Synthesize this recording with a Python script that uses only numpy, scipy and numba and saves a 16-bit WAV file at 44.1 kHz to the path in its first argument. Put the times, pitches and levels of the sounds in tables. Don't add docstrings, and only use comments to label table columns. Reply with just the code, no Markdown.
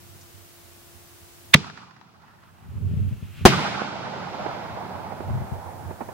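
import sys
import numpy as np
from scipy import signal
from scipy.fft import rfft, irfft, next_fast_len
from scipy.io import wavfile
from scipy.ndimage import uniform_filter1d, map_coordinates
from numba import njit

SR = 44100
rng = np.random.default_rng(int(sys.argv[2]) if len(sys.argv) > 2 else 0)


def to_wav(sig):
    pcm = np.clip(np.atleast_2d(sig), -1, 1) * 32767
    pcm = np.round(pcm).astype(np.int16)
    wavfile.write(sys.argv[1], SR, pcm.T)


N = 270333
T = np.arange(N) / SR
LAUNCH_S, THUMP_S, BURST_S = 1.542, 1.549, 3.4529

# (f/Hz, level/dB per Hz)
NIGHT_SPECTRUM = [(18, -25), (30, -11), (60, -8.5), (200, -14.5), (330, -12), (473, -16), (684, -16),
                  (1160, -17), (1500, -18), (1810, -19.5), (3770, -21), (13700, -22.5), (16000, -20)]
# (f/Hz, correlation)
NIGHT_LIKENESS = [(100, 0.01), (700, 0.12), (1500, 0.087), (2500, 0.01)]
# (f/Hz, level/dB)
HUM_PARTIALS = [(344.5, -58.5), (683.7, -65.5)]
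# (t/s, left level/dB, right level/dB)
WIND_LEVELS = [(0.0, -49, -47), (0.55, -63.5, -57), (0.95, -54.5, -53.5), (1.3, -64, -60),
               (1.5, -52.5, -46), (2.6, -42, -41.5), (2.66, -29.5, -24), (2.82, -21, -13.5),
               (2.94, -12.5, -18), (3.04, -19.5, -17.5), (3.14, -23.5, -22), (3.19, -33, -32),
               (3.25, -28, -26.5), (3.34, -39.5, -38), (3.45, -20.5, -34), (3.6, -56, -46),
               (4.4, -33, -35.5), (5.18, -46, -37), (5.28, -24, -24), (5.41, -22.5, -23.5),
               (5.5, -39.5, -50), (5.57, -34, -37), (5.64, -52, -37.5), (5.86, -33, -38.5),
               (5.98, -48, -40.5), (6.13, -36, -42)]
# (t/s, left level/dB, right level/dB)
STRONG_EDDIES = [(0.341, -57, -42), (0.945, -63, -44), (1.214, -58, -45), (2.991, -31, -9.5),
                 (3.076, -24.5, -18.5), (3.12, -20.5, -33), (3.224, -26, -22), (3.41, -29, -19.5),
                 (5.303, -28, -15.5), (5.518, -25.5, -24), (5.855, -52, -26)]
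# (f/Hz, width/Hz, relative level/dB)
PORT_CAVITIES = [
    [(128.2, 63, 20), (186, 49, 5.5), (250, 21, 2.5), (410, 110, 5), (570, 70, 7.5)],
    [(92.6, 16, 19.5), (163, 32, 2.5), (208, 31, 5.5), (405, 120, 3.5), (550, 64, 4)],
]
# (f/Hz, level/dB per Hz)
TICK_SPECTRUM = [(2500, -18), (4500, -7), (6000, 0), (8500, -13), (11000, -40)]
# (t/s, level/dB)
CLIMB_PUFFS = [(2.28, -49), (2.45, -50), (2.6, -52.5), (2.721, -54), (2.8, -56.5), (2.9, -51.5), (3.0, -50),
               (3.12, -50.5), (3.249, -50), (3.33, -60), (3.404, -43.5)]
# (f/Hz, level/dB per Hz)
CLIMB_SPECTRUM = [(1200, -2.0), (1900, -5.0), (2700, 1.0), (3600, -7), (5500, -17.5), (8000, -20.5)]

# (level before air loss 0.1 s after the blast/dB,
# spreading loss/dB per tenfold time, air loss/dB per s, first arrival/s, build-up/s)
LAUNCH_ROLL_LAYERS = [(-15, 21, 11, .018, 0.0037), (-20, 11, 12.5, 0.017, .004),
                      (-20, 17, 19.5, 0.012, .004)]
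BURST_ROLL_LAYERS = [(-5.5, 17.3, 7.4, 0.017, 0.01), (-4, 11.17, 8.3, 0.049, 0.016),
                     (-8, 13, 14.86, 0.022, .004)]
# (f/Hz, level/dB per Hz)
BOOM_SPECTRUM = [(40, -32.5), (80, -8), (130, -1), (190, 1.5), (280, -9), (450, -13.5), (700, -43)]
# (f/Hz, level/dB per Hz)
LAUNCH_BODY_SPECTRUM = [(350, -52), (600, -10), (850, 0), (1100, 0), (1400, 0.5), (1650, -5.5), (2000, -7),
                        (3200, -50.5)]
# (f/Hz, level/dB per Hz)
BURST_NEAR_SPECTRUM = [(300, -8), (480, -11.5), (800, -3.5), (1050, -3), (1450, 0), (1750, -10.5),
                       (2200, -12), (3200, -40)]
# (f/Hz, level/dB per Hz)
FAR_BODY_SPECTRUM = [(250, 0), (450, 1.5), (650, 7), (870, 9.5), (1150, -1.5), (1600, -6), (2300, -14.5),
                     (3600, -34)]
# (f/Hz, level/dB per Hz)
LAUNCH_TREBLE_SPECTRUM = [(1500, -42.5), (2300, 1.5), (3300, -2), (4200, -2), (5200, -4), (6800, -11.5),
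                          (10000, -28), (16000, -45)]
# (f/Hz, level/dB per Hz)
BURST_TREBLE_SPECTRUM = [(1500, -11), (2200, 0.5), (3500, -2), (5000, -6), (7000, -16.5), (10000, -34.5),
                         (16000, -60)]
# (f/Hz, level/dB per Hz)
AIR_SPECTRUM = [(5000, -28), (7500, 0.5), (11000, -7), (16000, -15.5)]
# (t/s, gain/dB, time from peak to 1/e of it/s)
TREE_SWELLS = [(1.674, 3.5, 0.016), (1.81, 3.5, 0.055), (3.654, 2, 0.058), (3.834, 2, 0.11),
               (4.483, 2, 0.13)]
# (t/s, level/dB before its envelope, left minus right/dB)
WALL_SLAPS = [(1.643, -6, -6), (1.697, -9.5, 14), (1.774, -13.5, -16), (1.908, -18.5, -12),
              (1.963, -17, -5), (2.011, -18.5, 11), (2.219, -28.5, -10), (2.279, -29, 4), (2.434, -31.5, 7),
              (2.582, -36, -2), (3.775, -10, -14.5), (3.817, -3.5, -13), (4.461, -10.5, -14),
              (4.66, -28, -12), (4.77, -22, -10), (5.118, -22, -14), (5.202, -22, -12), (5.296, -28.5, -16),
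              (5.905, -23.5, -3.5), (6.004, -21, -9.5), (6.013, -23, -9), (6.085, -27, -14)]
# (f/Hz, level/dB per Hz)
SLAP_LOW_SPECTRUM = [(120, -5.0), (220, 0.5), (450, 2.5), (700, -35.5)]

# (f/Hz, level/dB per Hz)
CRACK_SPECTRUM = [(400, -41.5), (900, -6.5), (1400, -6.5), (2160, 3), (2900, -3), (3700, -2.5),
                  (4700, -14.5), (6140, -17), (8000, -27.5), (16000, -39.5)]
# (t after its start/s, level/dB)
THUMP_SIZE = [(0, 7), (.0045, 16), (.006, 9.5), (.011, 6), (.05, -41)]
# (f/Hz, level/dB per Hz)
FLASH_SPECTRUM = [(300, 4.5), (800, 2), (2000, -5.5), (5000, -11), (16000, -29.5)]
# (f/Hz, relative level/dB, time to fall 60 dB/s)
BURST_RING = [(208, -4.5, 0.045), (359.4, -7.5, 0.1), (753.5, -7.5, 0.065), (91, -0.5, 0.013)]


def amp(db):
    return 10 ** (np.asarray(db) / 20)


def unit(x):
    return x / np.sqrt(np.mean(x ** 2) + 1e-20)


def along(points, hz):
    f, v = np.transpose(points)
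    return np.interp(np.log(hz + 1), np.log(f + 1), v)


def curves(rows):
    s, *cols = np.transpose(rows)
    return np.array([np.interp(T, s, c) for c in cols])


def wobble(rate):
    knots = rng.standard_normal(int(N * rate / SR) + 4)
    return map_coordinates(knots, [np.arange(N) * rate / SR])


def pulse(start_s, rise_s, t60):
    t = np.maximum(T - start_s, 0)
    return (1 - np.exp(-t / rise_s)) * amp(-60 * t / t60)


def filtered(x, response):
    m = next_fast_len(N + SR // 2)
    return irfft(rfft(x, m) * response(np.fft.rfftfreq(m, 1 / SR)), m)[..., :N]


def colour(spectrum, hz):
    low, high = spectrum[0][0], spectrum[-1][0]
    return amp(along(spectrum, hz)) * np.minimum(hz / low, 1) ** 4 / np.maximum(hz / high, 1) ** 4


def rush(spectrum, alike, patchy_db=None):
    pair = rng.standard_normal((2, N + SR))
    if patchy_db:
        z = signal.stft(pair, nperseg=512)[2]
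        field = rng.standard_normal(z.shape[1:])
        field = uniform_filter1d(uniform_filter1d(field, size=8, axis=0), size=4, axis=1)
        pair = signal.istft(z * amp(patchy_db * unit(field)), nperseg=512)[1]

    def mid_side(hz):
        angle = np.arccos(np.clip(along(alike, hz), -1, 1)) / 2
        return colour(spectrum, hz) * [np.cos(angle), np.sin(angle)]

    mid, side = filtered(pair[:, :N], mid_side)
    return unit(np.array([mid + side, mid - side]))


def balance(pan_db):
    return amp(pan_db * np.array([[.5], [-.5]]))


def aside(x, count, pan_db):
    return balance(pan_db) * np.array([np.roll(x[0], count), x[1]])


def night():
    lag_s = np.array([[.0003], [0]])
    hum = sum(amp(db) * np.sin(2 * np.pi * hz * (T - lag_s)) for hz, db in HUM_PARTIALS)
    return hum + amp(-50) * rush(NIGHT_SPECTRUM, NIGHT_LIKENESS)


def cavities(hz):
    ports = []
    for port in PORT_CAVITIES:
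        peaks = [amp(db) * (1j * hz * w / (c * c - hz * hz + 1j * hz * w)) ** 1.5 for c, w, db in port]
        ports.append(sum(peaks))
    return np.array(ports) / (1 + 1j * hz / 300) ** 4


def wind():
    waver_db, wavers_per_s = 1.5, 9
    chance = rng.standard_normal((round(N / SR * 45), 3))
    at = (np.arange(len(chance)) + .15 * chance[:, 0]) * N / len(chance)
    at = np.clip(at.astype(int), 0, N - 1)
    kicks = 0.037 * rng.standard_normal((2, N))
    kicks[:, at] += amp(1.9 * chance[:, 1:].T)
    strong = np.zeros((2, N))
    for s, *db in STRONG_EDDIES:
        strong[:, round(s * SR)] = amp(db)
    waver = waver_db * np.array([wobble(wavers_per_s) for _ in range(2)])
    ringing = np.array([unit(port) for port in filtered(kicks, cavities)])
    flutter = amp(curves(WIND_LEVELS) + waver) * ringing
    return flutter + amp(43.5) * filtered(strong, cavities)


def tick():
    return amp(-48.0) * pulse(0.21, 0.0023, 0.096) * rush(TICK_SPECTRUM, [(6000, .6)])


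def climb():
    swell = sum(amp(db) * np.exp(-((T - s) / 0.063) ** 2) for s, db in CLIMB_PUFFS)
    return swell * rush(CLIMB_SPECTRUM, [(3000, 0.73)])


def fading(blast_s, db, spread_db, loss_db, first_s, build_s):
    t = T - blast_s
    swell = 1 - np.exp(-np.maximum(t - first_s, 0) / build_s)
    t = np.maximum(t, first_s)
    return swell * amp(db - spread_db * np.log10(10 * t) - loss_db * t)


def roll(blast_s, layers, near, far, treble_spectrum, dulling_s, alike, pan_db):
    boom, middle, treble = (fading(blast_s, *layer) for layer in layers)
    lift = amp(sum(db * np.exp(-((T - s) / width_s) ** 2) for s, db, width_s in TREE_SWELLS))
    near_share = np.exp(-np.maximum(T - blast_s, 0) / dulling_s)
    body = np.sqrt(near_share) * rush(near, [(800, alike)], patchy_db=3.0)
    body = body + np.sqrt(1 - near_share) * rush(far, [(800, alike)], patchy_db=2.0)
    low = boom * aside(rush(BOOM_SPECTRUM, [(100, 0.63)]), count=13, pan_db=-1.3)
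    high = treble * aside(rush(treble_spectrum, [(3000, 0.35)]), count=4, pan_db=0.0)
    return low + lift * (middle * aside(body, count=4, pan_db=pan_db) + high)


def launch_roll():
    return roll(LAUNCH_S, LAUNCH_ROLL_LAYERS, LAUNCH_BODY_SPECTRUM, FAR_BODY_SPECTRUM, LAUNCH_TREBLE_SPECTRUM,
                dulling_s=3.8, alike=0.16, pan_db=-3.0)


def burst_roll():
    echoes = roll(BURST_S, BURST_ROLL_LAYERS, BURST_NEAR_SPECTRUM, FAR_BODY_SPECTRUM, BURST_TREBLE_SPECTRUM,
                  dulling_s=0.61, alike=0.41, pan_db=-4.5)
    highest = amp(-21) * pulse(BURST_S, .02, 0.76) * rush(AIR_SPECTRUM, [(8000, 0.036)])
    return echoes + highest


def slaps():
    smear_s_per_s = 0.0014
    out, t = np.zeros((2, N + SR)), np.arange(SR // 10) / SR
    early = rush(LAUNCH_BODY_SPECTRUM, [(800, 0.31)])
    early = early + 0.263 * rush(LAUNCH_TREBLE_SPECTRUM, [(800, 0.21)])
    late = rush(FAR_BODY_SPECTRUM, [(800, 0.19)])
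    late = late + 0.71 * rush(SLAP_LOW_SPECTRUM, [(800, 0.77)])
    for s, db, pan_db in WALL_SLAPS:
        blast_s, source = (LAUNCH_S, early) if s < BURST_S else (BURST_S, late)
        edge_s = 0.0009 + smear_s_per_s * (s - blast_s)
        shape = (1 - np.exp(-(t / edge_s) ** 2)) * amp(-60 * t / (0.02 + 8 * edge_s))
        start = rng.integers(N - len(t))
        noise = source[:, start:start + len(t)]
        at = round(s * SR)
        out[:, at:at + len(t)] += amp(db) * balance(pan_db) * shape * noise
    return out[:, :N]


def crack():
    rise_db_per_s, hold_s, fall_db_per_s, lift_db = 5500, .0058, 5999.5, 9
    after_s, after_wide_s, after_db = 0.017, 0.0065, -3
    t = T - LAUNCH_S
    burn = amp(lift_db + rise_db_per_s * np.minimum(t, 0) - fall_db_per_s * np.maximum(t - hold_s, 0))
    after = amp(after_db) * np.exp(-((t - after_s) / after_wide_s) ** 2)
    return (burn + after) * rush(CRACK_SPECTRUM, [(1000, 0.32), (3000, 0.2), (9000, 0.033)])


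def thump():
    flattening, rounds_off_s = 6.5, .004
    t = np.maximum(T - THUMP_S, 0)
    swing = -np.sin(2 * np.pi * 200 * t * (1 - 14 * np.minimum(t, .015)))
    size_db = np.interp(t, *np.transpose(THUMP_SIZE), right=-200)
    drive = 1 + flattening * np.exp(-(t / rounds_off_s) ** 2)
    return amp(size_db) * np.tanh(drive * swing)


def burst():
    spike_s = .0004
    t = np.maximum(T - BURST_S, 0)
    spike = (t > 0) * (t < spike_s) * amp(10.0)
    late = np.maximum(t - spike_s, 0)
    ring = np.zeros((2, N))
    for port in ring:
        for hz, db, t60 in BURST_RING:
            size = amp(db + rng.normal(0, 1) - 60 * late / t60)
            port -= size * np.sin(2 * np.pi * hz * rng.normal(1, 0.0094) * late)
    flash = pulse(BURST_S, 0.01, 0.11) * rush(FLASH_SPECTRUM, [(500, 0.66), (3000, 0.085)])
    return spike + amp(21.0) * ring + amp(18.0) * flash


def scene():
    background = night() + wind() + tick()
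    echoes = launch_roll() + burst_roll() + slaps()
    return background + climb() + echoes + crack() + thump() + burst()


@njit
def follow(needed, fall, hold, rise):
    out, gain, aim, left = np.zeros(len(needed)), 0., 0., 0
    for i in range(len(needed)):
        if needed[i] <= aim or left <= 0:
            left = hold if needed[i] < min(aim, gain) else left
            aim = needed[i]
        left -= 1
        gain += (aim - gain) * (fall if aim < gain else rise)
        out[i] = gain
    return out


def record(dry):
    fall_s, hold_s, rise_s = 0.0054, .44, 1.01
    ceiling, top_hz = 1.04, 15800
    dry = signal.sosfilt(signal.butter(2, 38, "high", fs=SR, output="sos"), dry)
    treble = signal.sosfilt(signal.butter(4, 1200, "high", fs=SR, output="sos"), dry)
    power = signal.lfilter(np.ones(400) / 400, 1, np.mean(treble ** 2, axis=0))
    needed_db = 1.5 * np.minimum(-9 - 10 * np.log10(power + 1e-12), 0)
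    gain_db = follow(needed_db, 1 / (fall_s * SR), int(hold_s * SR), 1 / (rise_s * SR))
    loud = dry * amp(gain_db)
    clipped = loud / (1 + np.abs(loud / ceiling) ** 5) ** (1 / 5)
    return np.clip(filtered(clipped, lambda hz: hz < top_hz), -1, 1)


dry = scene()
out = record(dry)
to_wav(out)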